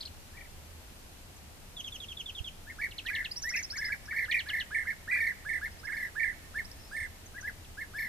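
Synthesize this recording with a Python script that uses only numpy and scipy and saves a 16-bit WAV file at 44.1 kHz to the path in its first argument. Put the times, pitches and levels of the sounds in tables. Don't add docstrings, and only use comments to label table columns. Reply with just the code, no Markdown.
import sys
import numpy as np
from scipy import signal
from scipy.fft import rfft, irfft
from scipy.io import wavfile
from scipy.ndimage import uniform_filter1d

SR = 44100
rng = np.random.default_rng(int(sys.argv[2]) if len(sys.argv) > 2 else 0)


def transcribe(u):
    v = np.clip(np.atleast_2d(u).T, -1, 1)
    q = np.round(v * 32767).astype(np.int16)
    wavfile.write(sys.argv[1], SR, q)


N = 356328
TIME = np.arange(N) / SR
FLICK_S, ROLL_HOLD_S = .011, .035

NOTE_VOICES = {"tew": (-1.5, 0.052, -9, .016), "slur": (-1.2, 0.038, -20, .015),
               "twit": (-2.3, -.06, -6, .023), "tsip": (-3, -0.051, -8, .02),
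               "chit": (.5, 0.033, -11, .018), "glide": (0, 0, -20, .004)}


def bee_eaters(gain_db):
    # start in s, slide in s, roll in s, first flick gap in s, pitch in Hz, flick top in Hz,
    # relative level in dB, left minus right in dB, timbre blend (0 bird A, 1 bird B), overtone gain in dB.
    calls = [(.323, 0.053, 0.069, 0.037, 1900, 2376, -52, 3.5, 0, -8),
             (0.411, .041, 0.027, 0.038, 1900, 2280, -56, 1, 0, -8),
             (2.663, 0.042, 0.025, 0.038, 1890, 2210, -39.5, 2, .1, -12),
             (2.783, 0.038, .057, 0.02, 1895, 2280, -30.5, -2, 0.3, 0.5),
             (3.049, 0.043, 0.026, .035, 1995, 2400, -32, -5.5, 0, 3.5),
             (3.091, 0.046, .11, 0.029, 1776, 2183, -34, 1, .24, 0),
             (3.222, .026, 0.031, .035, 1850, 2166, -37.5, 1.5, .24, 2),
             (3.433, 0.063, 0.014, .035, 1930, 2160, -30, -2.5, .04, 4.5),
             (3.512, 0.033, 0.051, 0.027, 2094, 2593, -29.5, 0, .4, -2),
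             (3.546, 0.049, 0.028, 0.014, 1895, 2245, -33, -1.5, 0, 1.5),
             (3.721, 0.042, 0.029, .04, 1837, 2200, -36.5, 3, 0.3, 5),
             (3.768, .05, .087, .029, 1760, 2140, -34.5, -1, 0.36, 2.5),
             (3.888, 0.038, 0.023, .035, 1800, 2250, -30, -2, .15, 0),
             (4.074, .042, 0.046, 0.034, 1857, 2182, -34.5, 1.5, .2, -3),
             (4.122, 0.046, 0.092, 0.022, 1823, 2220, -31.5, -2.5, .1, -1),
             (4.277, 0.042, 0.093, .029, 1922, 2430, -28.5, -2.5, 0.5, 1),
             (4.455, .043, 0.019, .035, 1844, 2160, -34.5, -1, .2, 6),
             (4.49, 0.047, 0.096, 0.029, 1802, 2133, -33.5, -1.5, .25, 1),
             (4.704, 0.048, 0.092, 0.033, 1800, 2230, -32, -4, .97, -4),
             (4.85, 0.026, 0.057, 0.032, 1830, 2168, -31.5, -3, .2, -2),
             (5.072, 0.046, 0.079, 0.028, 2000, 2418, -27.5, -3, .7, 1),
             (5.108, .045, 0.05, .018, 1780, 2396, -35, -3, .4, 1),
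             (5.155, 0.054, .119, .036, 1844, 2277, -30, -3, .4, 1),
             (5.446, .051, 0.097, .037, 1817, 2233, -32.5, -5, 0.76, 1),
             (5.611, .05, 0.022, .035, 1840, 2135, -30, -1, 0.2, 1.5),
             (5.83, .047, 0.028, .035, 1790, 2170, -37, -9.5, .2, -13),
             (5.885, .041, 0.039, .04, 1860, 2190, -32.5, -4, .9, -2),
             (5.918, 0.054, .12, 0.035, 1773, 2208, -35, -1.5, .1, 3),
             (6.149, .053, 0.13, 0.034, 1830, 2250, -32.5, -7.5, 0.73, -3.5),
             (6.54, 0.05, 0.03, .04, 1834, 2184, -29.5, -2.5, 0.46, 1.5),
             (6.908, 0.061, .103, 0.038, 1793, 2256, -35, -4.5, 0.9, 4.5),
             (7.338, 0.046, 0.023, .035, 1760, 2017, -39, 1, .15, -4),
             (7.421, .059, 0.024, .035, 1748, 2080, -35, 0, 0, -1),
             (7.768, .048, .029, .035, 1830, 2204, -34, -2, .1, 2),
             (7.933, 0.058, .105, 0.035, 1790, 2216, -34.5, 0, 0.04, 4.5)]
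    out = np.zeros((2, N))
    for start_s, slide_s, roll_s, gap_s, hz, top_hz, db, pan_db, timbre, overtone_db in calls:
        sound = call(slide_s, roll_s, gap_s, hz, top_hz, db + gain_db, timbre, overtone_db)
        add(out, sound, start_s, pan_db)
    return out


def call(slide_s, roll_s, gap_s, hz, top_hz, level_db, timbre, overtone_db,
         rise_s=.044, full_roll_s=.07, fade_db_per_s=54, waver=.0129, second_side_db=-8):
    age_s = np.arange(0, slide_s + roll_s, 1 / SR)
    size = len(age_s)
    roll_age_s, left_s = age_s - slide_s, slide_s + roll_s - age_s
    catch = .26 * min(roll_s / full_roll_s, 1) ** .5 * np.exp(-(age_s / .0065) ** 2)
    slide = .16 * np.clip(1 - age_s / rise_s, 0, 1) ** 1.15
    settle = .025 * np.clip(roll_age_s / ROLL_HOLD_S, 0, 1)
    end_drop = .34 * np.exp(-left_s / .00493)
    held_hz = hz * (1 - catch - slide - settle - end_drop)
    lift_hz, raised, push_db = flicks(roll_age_s, roll_s, gap_s, held_hz, top_hz)

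    slide_db = -1.5 * np.clip(-2 * roll_age_s / FLICK_S, 0, 1)
    dip_db = raised - 1
    tremble_db = 1.5 * wander(220, size)
    attack_db = -18 * np.exp(-age_s / .02)
    fade_db = -fade_db_per_s * spent_s(roll_age_s) - 25 * np.exp(-left_s / .0089)
    db = level_db + slide_db + push_db + dip_db + tremble_db + attack_db + fade_db

    first_side = syrinx((held_hz + lift_hz) * (1 + waver * wander(300, size)), timbre, overtone_db)
    second_side = syrinx(held_hz * (1 + waver * wander(300, size)), timbre, overtone_db)
    edges = np.clip(np.minimum(age_s, left_s) / .002, 0, 1)
    return (first_side + undb(second_side_db) * raised * second_side) * undb(db) * edges


def flicks(roll_age_s, roll_s, gap_s, held_hz, top_hz, min_gap_s=.017, gap_kept=.42,
           sag_hz_per_s=3890, scatter_hz=30, scatter_db=1.5, jitter_s=.0007, narrowing=.08):
    lift_hz, raised, pinch_db, push_db = np.zeros((4, len(roll_age_s)))
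    at_s = 0
    for k, (late, high, loud) in enumerate(rng.standard_normal(size=(9, 3))):
        if at_s > roll_s - .008:
            break
        half_width_s = .55 * FLICK_S * np.exp(-narrowing * k)
        offset = (roll_age_s - at_s - jitter_s * late) / half_width_s
        hump = np.exp(-np.abs(offset) ** np.where(offset < 0, 3.5, 2.3))
        peak_hz = top_hz - sag_hz_per_s * spent_s(at_s) + scatter_hz * high
        lift_hz = np.maximum(lift_hz, hump * (peak_hz - held_hz))
        raised = np.maximum(raised, hump)
        pinch_db = np.maximum(pinch_db, 7 * np.exp(-((offset + 1.35) / .45) ** 2))
        push_db[offset > -1] = scatter_db * loud
        at_s += min_gap_s + (gap_s - min_gap_s) * gap_kept ** k
    return lift_hz, raised, uniform_filter1d(push_db, size=90) - pinch_db


def spent_s(roll_age_s):
    return np.maximum(roll_age_s - ROLL_HOLD_S, 0)


def syrinx(hz, timbre, overtone_db, valley_db=-48, knee_hz=1650, low_loss_db=15):
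    # centre in Hz, width in Hz, gain in dB for bird A, gain in dB for bird B.
    # A is bright near 4.4 and 12.5 kHz, B near 8.6 kHz; timbre 0-1 blends from A to B.
    throat_resonances = [(3450, 330, -39, -34), (4380, 760, -26, -36.5), (5350, 1060, -32, -38.5),
                         (8600, 1080, -43, -23), (10300, 990, -35.5, -48), (12550, 1200, -26, -43)]
    phase = 2 * np.pi * np.cumsum(hz) / SR
    out = np.sin(phase) * undb(-low_loss_db * np.clip(1 - hz / knee_hz, 0, 1))
    flutter_rad = .11 * wander(2500, len(hz))
    for k in range(2, 8):
        gain = undb(valley_db)
        for centre_hz, width_hz, bird_a_db, bird_b_db in throat_resonances:
            peak = undb(bird_a_db + timbre * (bird_b_db - bird_a_db))
            gain = gain + peak * resonance(k * hz, centre_hz, width_hz)
        out += undb(overtone_db + 3.4 * wander(400, len(hz))) * gain * np.sin(k * (phase + flutter_rad))
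    return np.sqrt(2) * out


def songbirds(gain_db, dulling_db_per_note=1.1):
    # shape, start in s, end in s, first gap in s, slowing per note in s, note length in s,
    # pitch in Hz, fall per note in Hz, relative level in dB, first-note offset in dB.
    runs = [("tew", 1.763, 2.5, .0758, .0025, .054, 3330, 0, -42.5, -1),
            ("slur", 2.909, 3.29, .0715, .0085, 0.023, 3360, 3.06, -41, -8.5),
            ("twit", 3.357, 3.88, .066, 0.0011, .034, 5720, 54.7, -38, 1.5),
            ("tsip", 3.419, 3.66, .0685, 0.00049, .016, 6160, 5.03, -42, 1),
            ("slur", 4.244, 4.64, .065, .0155, .03, 3450, 3, -41, -15)]
    lone_notes = { "slur": [(.021, 0.018, 3900, -47), (.069, 0.014, 3520, -51), (7.643, 0.018, 3320, -61)],
                  "twit": [(3.309, 0.019, 5070, -36), (5.712, .025, 5400, -57), (5.785, .025, 5500, -53.5),
                  (5.847, 0.017, 5510, -46.5), (6.643, .02, 5350, -50), (6.713, .0078, 5400, -43.5)],
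                  "tsip": [(1.36, .025, 6300, -60), (3.586, 0.021, 6100, -45.5), (3.764, 0.021, 6200, -45),
                  (4.054, .015, 5570, -53.5), (7.255, .02, 6400, -58), (7.408, .015, 6060, -51)],
                  "chit": [(.006, .015, 4400, -37.5), (.052, .018, 4320, -41)],
                  "glide": [(6.785, 0.049, 5300, -63), (6.825, .079, 5250, -65), (6.87, .12, 4900, -68)]}
    out = np.zeros((2, N))
    for shape, start_s, end_s, gap_s, slowing_s, length_s, hz, fall_hz, db, first_db in runs:
        at_s, k = start_s, 0
        while at_s < end_s:
            note_db = db + gain_db + first_db * (k == 0)
            sound = note(shape, length_s, hz - k * fall_hz, note_db, k * dulling_db_per_note)
            add(out, sound, at_s, pan_db=NOTE_VOICES[shape][0])
            at_s += gap_s + k * slowing_s
            k += 1
    for shape, rows in lone_notes.items():
        for start_s, length_s, hz, db in rows:
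            add(out, note(shape, length_s, hz, db + gain_db), start_s, pan_db=NOTE_VOICES[shape][0])
    return out


def note(shape, length_s, hz, db, dull_db=0, throat_hz=5900, throat_width_hz=950, upper_db=-14):
    contours = { "tew": [(0, 1.2, -19), (.12, 1.07, 1), (.3, 1, -7.5), (.58, .99, -5.5), (.75, .95, 3),
                (.9, 0.824, -3.5), (1, 0.7, -15)], "slur": [(0, 1.4, -12), (.12, 1.23, 2.5),
                (.3, 1.02, 0.5), (.6, .84, 2), (1, 0.74, -7.5)], "twit": [(0, .65, -19), (.16, .83, -8),
                (.4, 0.97, -1), (.7, 1, -3), (1, .93, -20)], "tsip": [(0, 1.12, -11), (.3, 1.03, 1),
                (.65, .95, 0), (1, 0.81, -13)], "chit": [(0, 0.61, -2), (.2, 1.2, -6), (.4, .93, 1.5),
                (.6, 1.02, -3.5), (1, 0.89, -14)], "glide": [(0, .9, -9.5), (.3, .97, 1.5), (.7, 1.02, -3),
                (1, 1.05, -10)]}
    share, ratio, contour_db = np.transpose(contours[shape])
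    _, lead_ms, overtone_db, waver = NOTE_VOICES[shape]
    progress = np.linspace(0, 1, int(length_s * SR))
    size = len(progress)
    loud, high, bright = rng.standard_normal(size=3)
    sweep = uniform_filter1d(np.interp(progress, share, ratio), size=90)
    pitch_hz = hz * (1 + .0077 * high) * sweep * (1 + waver * wander(402, size))
    lead_cycles = np.outer([1, 0], pitch_hz * lead_ms / 1000)
    phase = 2 * np.pi * (np.cumsum(pitch_hz) / SR + lead_cycles)
    overtones = np.sin(2 * phase) * resonance(2 * pitch_hz, throat_hz, throat_width_hz)
    for k in range(2, 5):
        overtones += undb(upper_db) * np.sin(k * phase) * (k * pitch_hz < SR / 2)
    overtones *= undb(overtone_db - dull_db + 3 * bright)
    quiver_db = 2 * wander(247, size)
    envelope = undb(db + loud + np.interp(progress, share, contour_db) + quiver_db)
    return np.sqrt(2) * envelope * signal.windows.tukey(size, .15) * (np.sin(phase) + overtones)


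def tree_echoes(birds, echo_db, twigs_db, twigs_t60_s, far_db, far_t60_s):
    # delay in ms, relative gain in dB.
    left_echoes = [(4.9, -30), (6.15, -20), (15.6, -6), (23.1, -9.5)]
    right_echoes = [(4.05, -12.5), (5.74, -16), (14.7, -13), (32.8, -13.5)]
    t = TIME[:SR]
    onset = np.minimum(t / .0046, 1)
    out = []
    for ear, echoes in zip(birds, (left_echoes, right_echoes)):
        response = np.zeros(SR)
        response[0] = 1
        for delay_ms, db in echoes:
            response += undb(db + echo_db) * np.sinc((t - delay_ms / 1000) * SR)
        for db, t60_s in ((twigs_db, twigs_t60_s), (far_db, far_t60_s)):
            tail = rng.standard_normal(SR) * np.exp(-np.log(1000) * t / t60_s) * onset
            response += undb(db) * tail / np.linalg.norm(tail)
        out.append(signal.fftconvolve(ear, response)[:N])
    return np.array(out)


def wind_bump(at_s=2.411, width_s=.0041, gain_db=-20):
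    offset = (TIME - at_s) / width_s
    return np.outer([0, 1], undb(gain_db) * offset * np.exp(-offset ** 2))


def open_air(level_db=-51.09, swell_db=.5, pan_db=.5):
    # frequency in Hz, relative spectral density in dB.
    spectrum = [(12, -48), (20, 4), (48, -4), (81, 1.5), (116, -8), (218, -12), (446, -18), (711, -18.5),
                (1170, -23), (1810, -24), (2190, -24.5), (2590, -24), (3500, -26.5), (3900, -26.5),
                (14200, -31)]
    # frequency in Hz, side minus mid in dB.
    stereo_width = [(30, -4), (80, -14.5), (170, -11), (350, -4), (800, -1.5), (3000, 1), (12000, 0.5)]
    hz = np.fft.rfftfreq(N, 1 / SR)
    gain = curve_gain(spectrum, hz)
    mid = irfft(rfft(rng.standard_normal(N)) * gain, N)
    side = irfft(rfft(rng.standard_normal(N)) * gain * curve_gain(stereo_width, hz), N)
    air = np.array([mid + side, mid - side]) / mid.std()
    return air * undb(level_db + swell_db * wander(2.33, N)) * pan_gains(pan_db)


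def far_drone(level_db=-62, band_hz=(75, 83), swell_db=2):
    drone = signal.sosfilt(signal.butter(2, band_hz, "band", fs=SR, output="sos"), rng.standard_normal(N))
    return drone / drone.std() * undb(level_db + swell_db * wander(.46, N))


def undb(db):
    return 10 ** (np.asarray(db) / 20)


def wander(rate_hz, size):
    hold = max(int(SR / rate_hz), 2)
    steps = np.repeat(rng.standard_normal(size // hold + 1), hold)
    return 1.07 * uniform_filter1d(uniform_filter1d(steps, hold), hold)[:size]


def resonance(hz, centre_hz, width_hz):
    return 1 / (1 + (2 * (hz - centre_hz) / width_hz) ** 2)


def curve_gain(points, hz):
    points_hz, db = np.transpose(points)
    return undb(np.interp(np.log(hz + 1), np.log(points_hz), db))


def pan_gains(pan_db):
    return undb([[pan_db / 2], [-pan_db / 2]])


def add(out, sound, start_s, pan_db):
    i = int(start_s * SR)
    part = sound[..., :max(N - i, 0)]
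    out[:, i:i + part.shape[-1]] += pan_gains(pan_db) * part


def scene():
    rolls = tree_echoes(bee_eaters(gain_db=.5), echo_db=-4.5,
                        twigs_db=-3.5, twigs_t60_s=.04, far_db=-18.5, far_t60_s=.97)
    twitter = tree_echoes(songbirds(gain_db=1), echo_db=-7.5,
                          twigs_db=-7.5, twigs_t60_s=.051, far_db=-18, far_t60_s=.98)
    return rolls + twitter + wind_bump() + open_air() + far_drone()


def record(dry):
    cutoff_hz = 14250
    return signal.sosfilt(signal.ellip(10, .1, 70, cutoff_hz, fs=SR, output="sos"), dry)


dry = scene()
out = record(dry)
transcribe(out)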